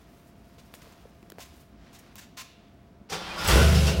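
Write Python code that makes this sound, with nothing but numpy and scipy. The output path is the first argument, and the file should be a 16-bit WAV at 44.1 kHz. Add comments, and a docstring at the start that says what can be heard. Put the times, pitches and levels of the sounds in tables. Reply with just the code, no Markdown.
"""A classic V8 starts in a quiet garage: it catches, flares with a roar and begins to settle.
Each firing sends a pulse and a gas puff down a ringing pipe, over the boom of the uneven banks.
Just before, the starter clacks in and its gears grind for a third of a second.
First, someone steps up to the tail: soles scuff, clothes rustle, shoes and handling tick and thud.
Air noise and a faint appliance hum lie underneath."""
import sys
import numpy as np
from scipy import signal
from scipy.fft import rfft
from scipy.io import wavfile
from scipy.ndimage import uniform_filter1d

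SR = 44100
rng = np.random.default_rng(int(sys.argv[2]) if len(sys.argv) > 2 else 0)


def to_wav(s):
    """Save 16-bit WAV."""
    ch = np.atleast_2d(s).T  # columns
    pcm = np.round(np.clip(ch, -1, 1) * 32767)  # PCM
    wavfile.write(sys.argv[1], SR, pcm.astype(np.int16))


N = 176400
TIME_S = np.arange(N) / SR
FREQ_HZ = np.fft.rfftfreq(N, 1 / SR)

# garage reverberation: freq_hz, t60_s
ROOM_DECAY = [(100, 0.52), (1000, 0.46), (2000, 0.58), (3000, 1), (4500, 0.7), (7000, 0.44), (15000, 0.36)]
# room air: freq_hz, gain_db
AIR_SPECTRUM = [(25, -27), (55, 5.5), (108, -1.5), (212, 1.5), (516, -13.5), (624, -11), (677, -10),
                (754, -16.5), (988, -17.5), (2700, -28.5), (8360, -42), (14800, -48), (16000, -30)]
# appliance hum: pitch_hz, level_db
HUM_TONES = [(665, -88), (688.5, -67.5)]

# cloth rustle: time_s, body_db, fizz_db
RUSTLE_LEVELS = [(0, -63, -70.5), (.27, -66, -67), (.38, -67, -73), (.72, -63, -69.5), (.85, -56.5, -62),
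                 (1.0, -61, -69), (1.2, -66.5, -72.5), (1.4, -65, -73), (1.62, -63, -64), (1.68, -73, -72),
                 (1.77, -66.5, -87), (1.85, -59, -82), (2.12, -60, -74), (2.33, -80, -82),
                 (2.62, -66, -84.5), (2.8, -71.5, -80.5), (3.05, -74, -89)]
# cloth body: freq_hz, gain_db
CLOTH_SPECTRUM = [(200, 4.5), (1000, 3), (3000, -2.5), (5500, -7.5), (8000, -17.5), (16000, -29)]
# cloth fizz: freq_hz, gain_db
FIZZ_SPECTRUM = [(1000, -50), (5000, -0.5), (8000, -3), (16000, -2)]

# shoe scuffs: start_s, length_s, sole_db, grit_db
SHOE_SCUFFS = [(0.58, 0.022, -56, -76), (0.653, .004, -77, -71), (0.739, 0.014, -54.5, -51),
               (0.814, .006, -52, -66), (0.918, 0.01, -60, -61), (1.385, 0.012, -51.5, -59),
               (1.4, 0.034, -47.5, -51.5), (1.447, 0.015, -58, -63), (1.537, 0.0091, -60, -70),
               (1.925, 0.02, -59, -59), (1.943, 0.023, -55.5, -62), (1.985, 0.0074, -62, -51),
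               (2.154, 0.017, -52, -58), (2.178, 0.018, -47.5, -49.5), (2.207, 0.037, -54, -77),
               (2.368, 0.05, -41, -54)]
# ring of sole and floor: freq_hz, width_hz, peak_db
SOLE_MODES = [(1034, 59, 12.5), (2750, 140, 2.5)]
# sole scrape: freq_hz, gain_db
SOLE_SPECTRUM = [(100, -15), (500, -9), (1050, -5.5), (1800, 0), (2900, -0.5), (4500, -2), (7000, -4),
                 (9000, -12.5), (16000, -15)]
# dragged grit: freq_hz, gain_db
GRIT_SPECTRUM = [(1000, -3), (4000, -11), (7000, 1.5), (9000, -2.5), (16000, -3)]

# ticks and thuds of shoes and handling: start_s, tick_db, tilt_db_per_octave, thud_db, thud_hz
TICKS_AND_THUDS = [(0.583, -44, -6, -64, 400), (0.7394, -37, -2, -50, 422), (.869, -60, -9, -48, 470),
                   (1.053, -70, 2, -41.5, 440), (1.228, -48, -4, -41.5, 280), (1.301, -38, 0.5, -63, 600),
                   (1.32, -38, -3, -41, 350), (1.384, -37.5, -5, -42.5, 343), (1.394, -51, -14, -41, 650),
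                   (2.156, -39, 1, -60, 600), (3.013, -79, -5, -39, 159)]
# sharp tick: freq_hz, gain_db
TICK_SPECTRUM = [(100, -12), (1000, -1.5), (5000, -6.5), (9000, -11), (16000, -4.5)]

# starter body ring: pitch_hz, level_db
CLUNK_TONES = [(410, -35.5), (522, -38), (764, -34.5)]
# starter and drive knocks: start_s, level_db, tilt_db_per_octave, decay_s, ring_hz, ring_db
METAL_KNOCKS = [(3.095, -38, -0.8, 0.044, 5920, 9), (3.12, -30, -2.54, 0.031, 1140, 9),
                (3.373, -34.5, -3, 0.049, 1427, 23), (3.378, -39.5, 2.5, 0.081, 5070, 17),
                (3.442, -33, 6, 0.013, 4600, 1), (3.472, -22.5, 12.5, 0.0097, 7950, 15),
                (3.493, -27, -9, 0.014, 1350, 8), (3.611, -26.5, -3, 0.028, 3430, 10),
                (3.741, -30.5, -2, 0.052, 5260, 7.5), (3.864, -28, -1, 0.042, 2740, 11)]
# metal knock: freq_hz, gain_db
KNOCK_SPECTRUM = [(59, -39), (160, -5), (289, -28), (524, -5), (621, -26), (768, -4.5), (910, -16),
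                  (1580, -12), (4380, -12), (4770, -8), (16000, -27.5)]
# gear grind: time_s, level_db
GRIND_LEVELS = [(3.09, -56), (3.13, -37), (3.2, -39.5), (3.27, -38), (3.36, -37), (3.44, -31.5),
                (3.52, -22.5), (3.62, -81)]
# gear grind: freq_hz, gain_db
GRIND_SPECTRUM = [(35, -30), (60, -1.5), (139, -6), (172, 5.5), (244, -12), (338, -1), (398, -7.5),
                  (767, -1.5), (1910, -7), (2410, -7.5), (4750, -12), (6740, -22), (16000, -36.5)]
# starter housing: freq_hz, width_hz, peak_db
HOUSING_MODES = [(512, 17, 3.4), (1174, 88, 2.3), (1395, 56, 6.2), (3170, 63, 5.3), (3510, 120, 5.1),
                 (4760, 94, 3.6), (5500, 130, 6.3)]
# slipping teeth: centre_s, sigma_s, pitch_hz, level_db
TOOTH_CHIRPS = [(3.24, .011, 2640, -47), (3.317, 0.0082, 2455, -35.5), (3.386, 0.012, 1117, -36.5)]

# engine speed: time_s, firing_hz
FIRING_RATE = [(3.1, 12), (3.4, 26), (3.44, 38), (3.48, 42), (3.53, 60), (3.56, 63), (3.6, 69.5),
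               (3.65, 75), (3.78, 76.3), (3.85, 72.3), (4.0, 71.5)]
# cylinders in firing order, near bank louder: gain_db
CYLINDER_GAINS_DB = [4.5, 0, 2, 1.5, 0.5, -0.5, 4, 0]
# exhaust boom: time_s, tone_db, beat_db
BOOM_LEVELS = [(3.1, -72, -70), (3.42, -62, -52), (3.465, -33.5, -31), (3.505, -29, -25.5),
               (3.54, -16.5, -26.5), (3.6, -18, -27), (3.635, -20, -17.5), (3.67, -16.5, -27),
               (3.76, -21, -21), (3.86, -20, -28.5), (3.92, -28, -31), (3.955, -36, -35),
               (3.985, -21.5, -41)]
# beat of the banks: multiple_of_four_stroke_cycle, gain_db
BEAT_ORDERS = [(5, -11), (7, -8), (11, -4), (13, -0.5), (16, 0.5), (19, -0.5), (21, -14.5), (24, -14)]
# exhaust roar: time_s, bark_db, hiss_db
ROAR_LEVELS = [(3.36, -70, -53), (3.44, -55, -36.5), (3.48, -32.5, -25), (3.53, -24, -31),
               (3.565, -19, -26.5), (3.61, -30.5, -33), (3.68, -27.5, -32.5), (3.78, -30, -33),
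               (3.84, -26.5, -33), (3.885, -26, -42), (3.94, -32, -46), (4.0, -31.5, -42.5)]
# exhaust bark: freq_hz, gain_db
BARK_SPECTRUM = [(60, -22), (180, 5), (260, -10), (400, -2), (560, -2.5), (800, -8), (1100, -10.5),
                 (1450, -7), (1650, -15), (2500, -23.5), (8000, -40)]
# gas hiss: freq_hz, gain_db
HISS_SPECTRUM = [(300, -24), (1200, -1), (1800, -3.5), (2700, 0), (3600, -3.5), (4400, -4.5), (5300, -2.5),
                 (7000, -6.5), (10000, -9), (13000, -12.5), (16000, -16.5)]
# ring of pipe and car body: freq_hz, width_hz, peak_db
PIPE_MODES = [(410, 58, 5.5), (540, 44, 8), (664.5, 32, 9.5), (823, 26, 5.5), (1294, 28, 6.5),
              (1510, 44, 8.5), (1740, 16, 5), (1891, 12.4, 13.5), (2300, 96, 2.5), (2790, 110, 3.5),
              (3750, 42, 5.5)]


def amp(db):
    """Decibels to gain."""
    return 10 ** (np.asarray(db) / 20)


def unit(x):
    """Scale to rms 1."""
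    return x / np.sqrt(np.mean(x ** 2) + 1e-20)


def curve(rows, column=1):
    """One column of a time table at every sample."""
    rows = np.array(rows)
    return np.interp(TIME_S, rows[:, 0], rows[:, column])


def at_freq(rows, hz):
    """Interpolate a table over log frequency."""
    row_hz, values = np.transpose(rows)
    return np.interp(np.log(hz + 1), np.log(row_hz + 1), values)


def colour(x, spectrum, tilt_db_per_octave=0, modes=()):
    """Filter by spectrum, tilt and resonant peaks; rms 1."""
    octaves = np.log2(np.maximum(FREQ_HZ, 200) / 2000)
    gain_db = at_freq(spectrum, FREQ_HZ) + tilt_db_per_octave * octaves
    for hz, width_hz, peak_db in modes:
        gain_db += peak_db / (1 + (2 * (FREQ_HZ - hz) / width_hz) ** 2)
    return unit(np.fft.irfft(rfft(x) * amp(gain_db), N))


def noise(spread_db=0):
    """White noise, its level varying from grain to grain by spread_db; rms 1."""
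    white = rng.standard_normal(N)
    grains = unit(uniform_filter1d(rng.standard_normal(N), size=24))
    return unit(white * amp(spread_db * grains))


def drift(hz):
    """Random wander, low-passed at hz; rms 1."""
    return unit(np.fft.irfft(rfft(rng.standard_normal(N)) / (1 + (FREQ_HZ / hz) ** 4), N))


def garage(x, wet_db):
    """Add dense reflections, each band dying at its own rate."""
    echoes = rng.standard_normal(SR) * (rng.random(SR) < .1) * (TIME_S[:SR] > .005)
    hz, age_s, bands = signal.stft(echoes, SR, nperseg=256)
    decay = amp(-60 * age_s / at_freq(ROOM_DECAY, hz)[:, None])
    tail = signal.istft(bands * decay, SR, nperseg=256)[1]
    wet = signal.fftconvolve(x, tail / np.linalg.norm(tail))[:N]
    return (x + amp(wet_db) * wet) / np.hypot(1, amp(wet_db))


def background(air_db=-54, waver_rad=0.35):
    """Low air noise and a wavering appliance hum."""
    hum = sum(amp(db) * np.sqrt(2) * np.sin(2 * np.pi * hz * TIME_S + waver_rad * drift(hz=1.7))
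              for hz, db in HUM_TONES)
    return amp(air_db) * colour(noise(), AIR_SPECTRUM) + hum


def clothes(flicker_db=1.8):
    """Cloth rubs softly, with a fine fizz on top."""
    body = amp(curve(RUSTLE_LEVELS)) * colour(noise(spread_db=2.5), CLOTH_SPECTRUM)
    fizz_db = curve(RUSTLE_LEVELS, column=2) + flicker_db * drift(hz=24)
    return body + amp(fizz_db) * colour(noise(spread_db=2.5), FIZZ_SPECTRUM)


def shoes(rise_s=0.0064, fall_s=0.009):
    """Soles scrape on concrete and drag grit along."""
    sole_gain, grit_gain = np.zeros((2, N))
    for start_s, length_s, sole_db, grit_db in SHOE_SCUFFS:
        age_s = TIME_S - start_s
        envelope = np.clip(age_s / rise_s, 0, 1) * np.exp(-np.maximum(age_s - length_s, 0) / fall_s)
        sole_gain += amp(sole_db) * envelope
        grit_gain += amp(grit_db) * envelope
    scrape = sole_gain * colour(noise(spread_db=0.5), SOLE_SPECTRUM, modes=SOLE_MODES)
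    grit = grit_gain * colour(noise(spread_db=0.5), GRIT_SPECTRUM)
    return garage(scrape + grit, wet_db=-9)


def ticks_and_thuds(tick_s=0.00057, thud_s=0.0033, sag_s=0.0012, sag_depth=1.63):
    """Shoes and handling: sharp ticks, and soft thuds that drop quickly to their pitch."""
    out = np.zeros(N)
    for start_s, tick_db, tilt, thud_db, thud_hz in TICKS_AND_THUDS:
        age_s = np.maximum(TIME_S - start_s, 0)
        tick_envelope = age_s / tick_s * np.exp(1 - age_s / tick_s)
        thud_envelope = age_s / thud_s * np.exp((1 - (age_s / thud_s) ** 2) / 2)
        cycles = thud_hz * (age_s + sag_depth * sag_s * (1 - np.exp(-age_s / sag_s)))
        out += amp(tick_db) * tick_envelope * colour(noise(), TICK_SPECTRUM, tilt)
        out += amp(thud_db) * thud_envelope * np.sin(2 * np.pi * cycles)
    return out


def pinion_clunk(start_s=3.12, t60_s=0.33):
    """The pinion hits home and rings the starter body."""
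    age_s = np.maximum(TIME_S - start_s, 0)
    return sum(amp(db - 60 * age_s / t60_s) * np.sin(2 * np.pi * hz * age_s) for hz, db in CLUNK_TONES)


def starter(mesh_hz=382.7, mesh_depth=0.41, ring_width_ratio=0.06):
    """Gear teeth grind, solenoid and drive knock; both ring the housing."""
    teeth = 1 + mesh_depth * np.cos(2 * np.pi * mesh_hz * TIME_S + drift(hz=18))
    grind = colour(teeth * noise(spread_db=1.5), GRIND_SPECTRUM, modes=HOUSING_MODES)
    out = amp(curve(GRIND_LEVELS)) * (TIME_S > GRIND_LEVELS[0][0]) * grind
    for start_s, level_db, tilt, decay_s, ring_hz, ring_db in METAL_KNOCKS:
        age_s = np.maximum(TIME_S - start_s, 0)
        envelope = np.minimum(age_s / 0.0058, 1) * np.exp(-(age_s / decay_s) ** 2 / 2)
        modes = HOUSING_MODES + [(ring_hz, ring_hz * ring_width_ratio, ring_db)]
        out += amp(level_db) * envelope * colour(noise(spread_db=0.5), KNOCK_SPECTRUM, tilt, modes)
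    return garage(out, wet_db=-8)


def gear_chirps(waver_rad=0.5):
    """Slipping teeth give short, uneven squeaks."""
    out = np.zeros(N)
    for centre_s, sigma_s, pitch_hz, level_db in TOOTH_CHIRPS:
        envelope = np.exp(-((TIME_S - centre_s) / sigma_s) ** 2 / 2)
        phase_rad = 2 * np.pi * pitch_hz * TIME_S + waver_rad * drift(hz=90.5)
        out += amp(level_db) * envelope * np.sin(phase_rad)
    return out


def exhaust_boom(firings, waver_rad=0.24):
    """The firing tone, plus the uneven beat of the two banks at orders around it."""
    tone = np.sqrt(2) * np.sin(2 * np.pi * firings + waver_rad / 2 * drift(hz=23))
    cycles = firings / len(CYLINDER_GAINS_DB)
    beat = sum(amp(db) * np.sin(2 * np.pi * (order * cycles + rng.random()) + waver_rad * drift(hz=13))
               for order, db in BEAT_ORDERS)
    boom = amp(curve(BOOM_LEVELS)) * tone + amp(curve(BOOM_LEVELS, column=2)) * unit(beat)
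    return (TIME_S > BOOM_LEVELS[0][0]) * boom


def exhaust_roar(firings, puff_decay_firings=0.31, puff_floor=0.87, pulse_db=-8.5):
    """Each firing sends a pulse and a puff of gas down the ringing pipe."""
    index = firings.astype(int)
    cylinder_db = np.array(CYLINDER_GAINS_DB)[index % len(CYLINDER_GAINS_DB)]
    scatter_db = 1.26 * rng.standard_normal(N)[index]  # a cold engine burns unevenly
    strength = amp(cylinder_db + scatter_db)
    puffs = strength * (puff_floor + np.exp(-(firings % 1) / puff_decay_firings))
    pulses = strength * np.diff(index, prepend=0) / np.sqrt(curve(FIRING_RATE))
    drive = unit(puffs * noise()) + amp(pulse_db) * unit(pulses)
    bright = colour(drive, BARK_SPECTRUM, modes=PIPE_MODES)
    dark = colour(drive, BARK_SPECTRUM, tilt_db_per_octave=-5.5, modes=PIPE_MODES)
    throttle_shut = np.interp(TIME_S, [3.59, 3.75], [0, 1])
    bark = (1 - throttle_shut) * bright + throttle_shut * dark
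    hiss = colour(puffs * noise(spread_db=1.0), HISS_SPECTRUM, modes=PIPE_MODES)
    roar = amp(curve(ROAR_LEVELS)) * bark + amp(curve(ROAR_LEVELS, column=2)) * hiss
    return garage((TIME_S > ROAR_LEVELS[0][0]) * roar, wet_db=2.5)


def scene():
    """Car, garage and person, in mono."""
    firings = np.cumsum(curve(FIRING_RATE)) / SR
    car = pinion_clunk() + starter() + gear_chirps() + exhaust_boom(firings) + exhaust_roar(firings)
    return (background() + clothes() + shoes() + ticks_and_thuds() + car)[None]


def record(dry):
    """Steep low-pass at 15950 Hz."""
    lowpass = signal.firwin(511, 15950, window=("kaiser", 9), fs=SR)
    return signal.oaconvolve(dry, lowpass[None], "same")


dry = scene()
out = record(dry)
to_wav(out)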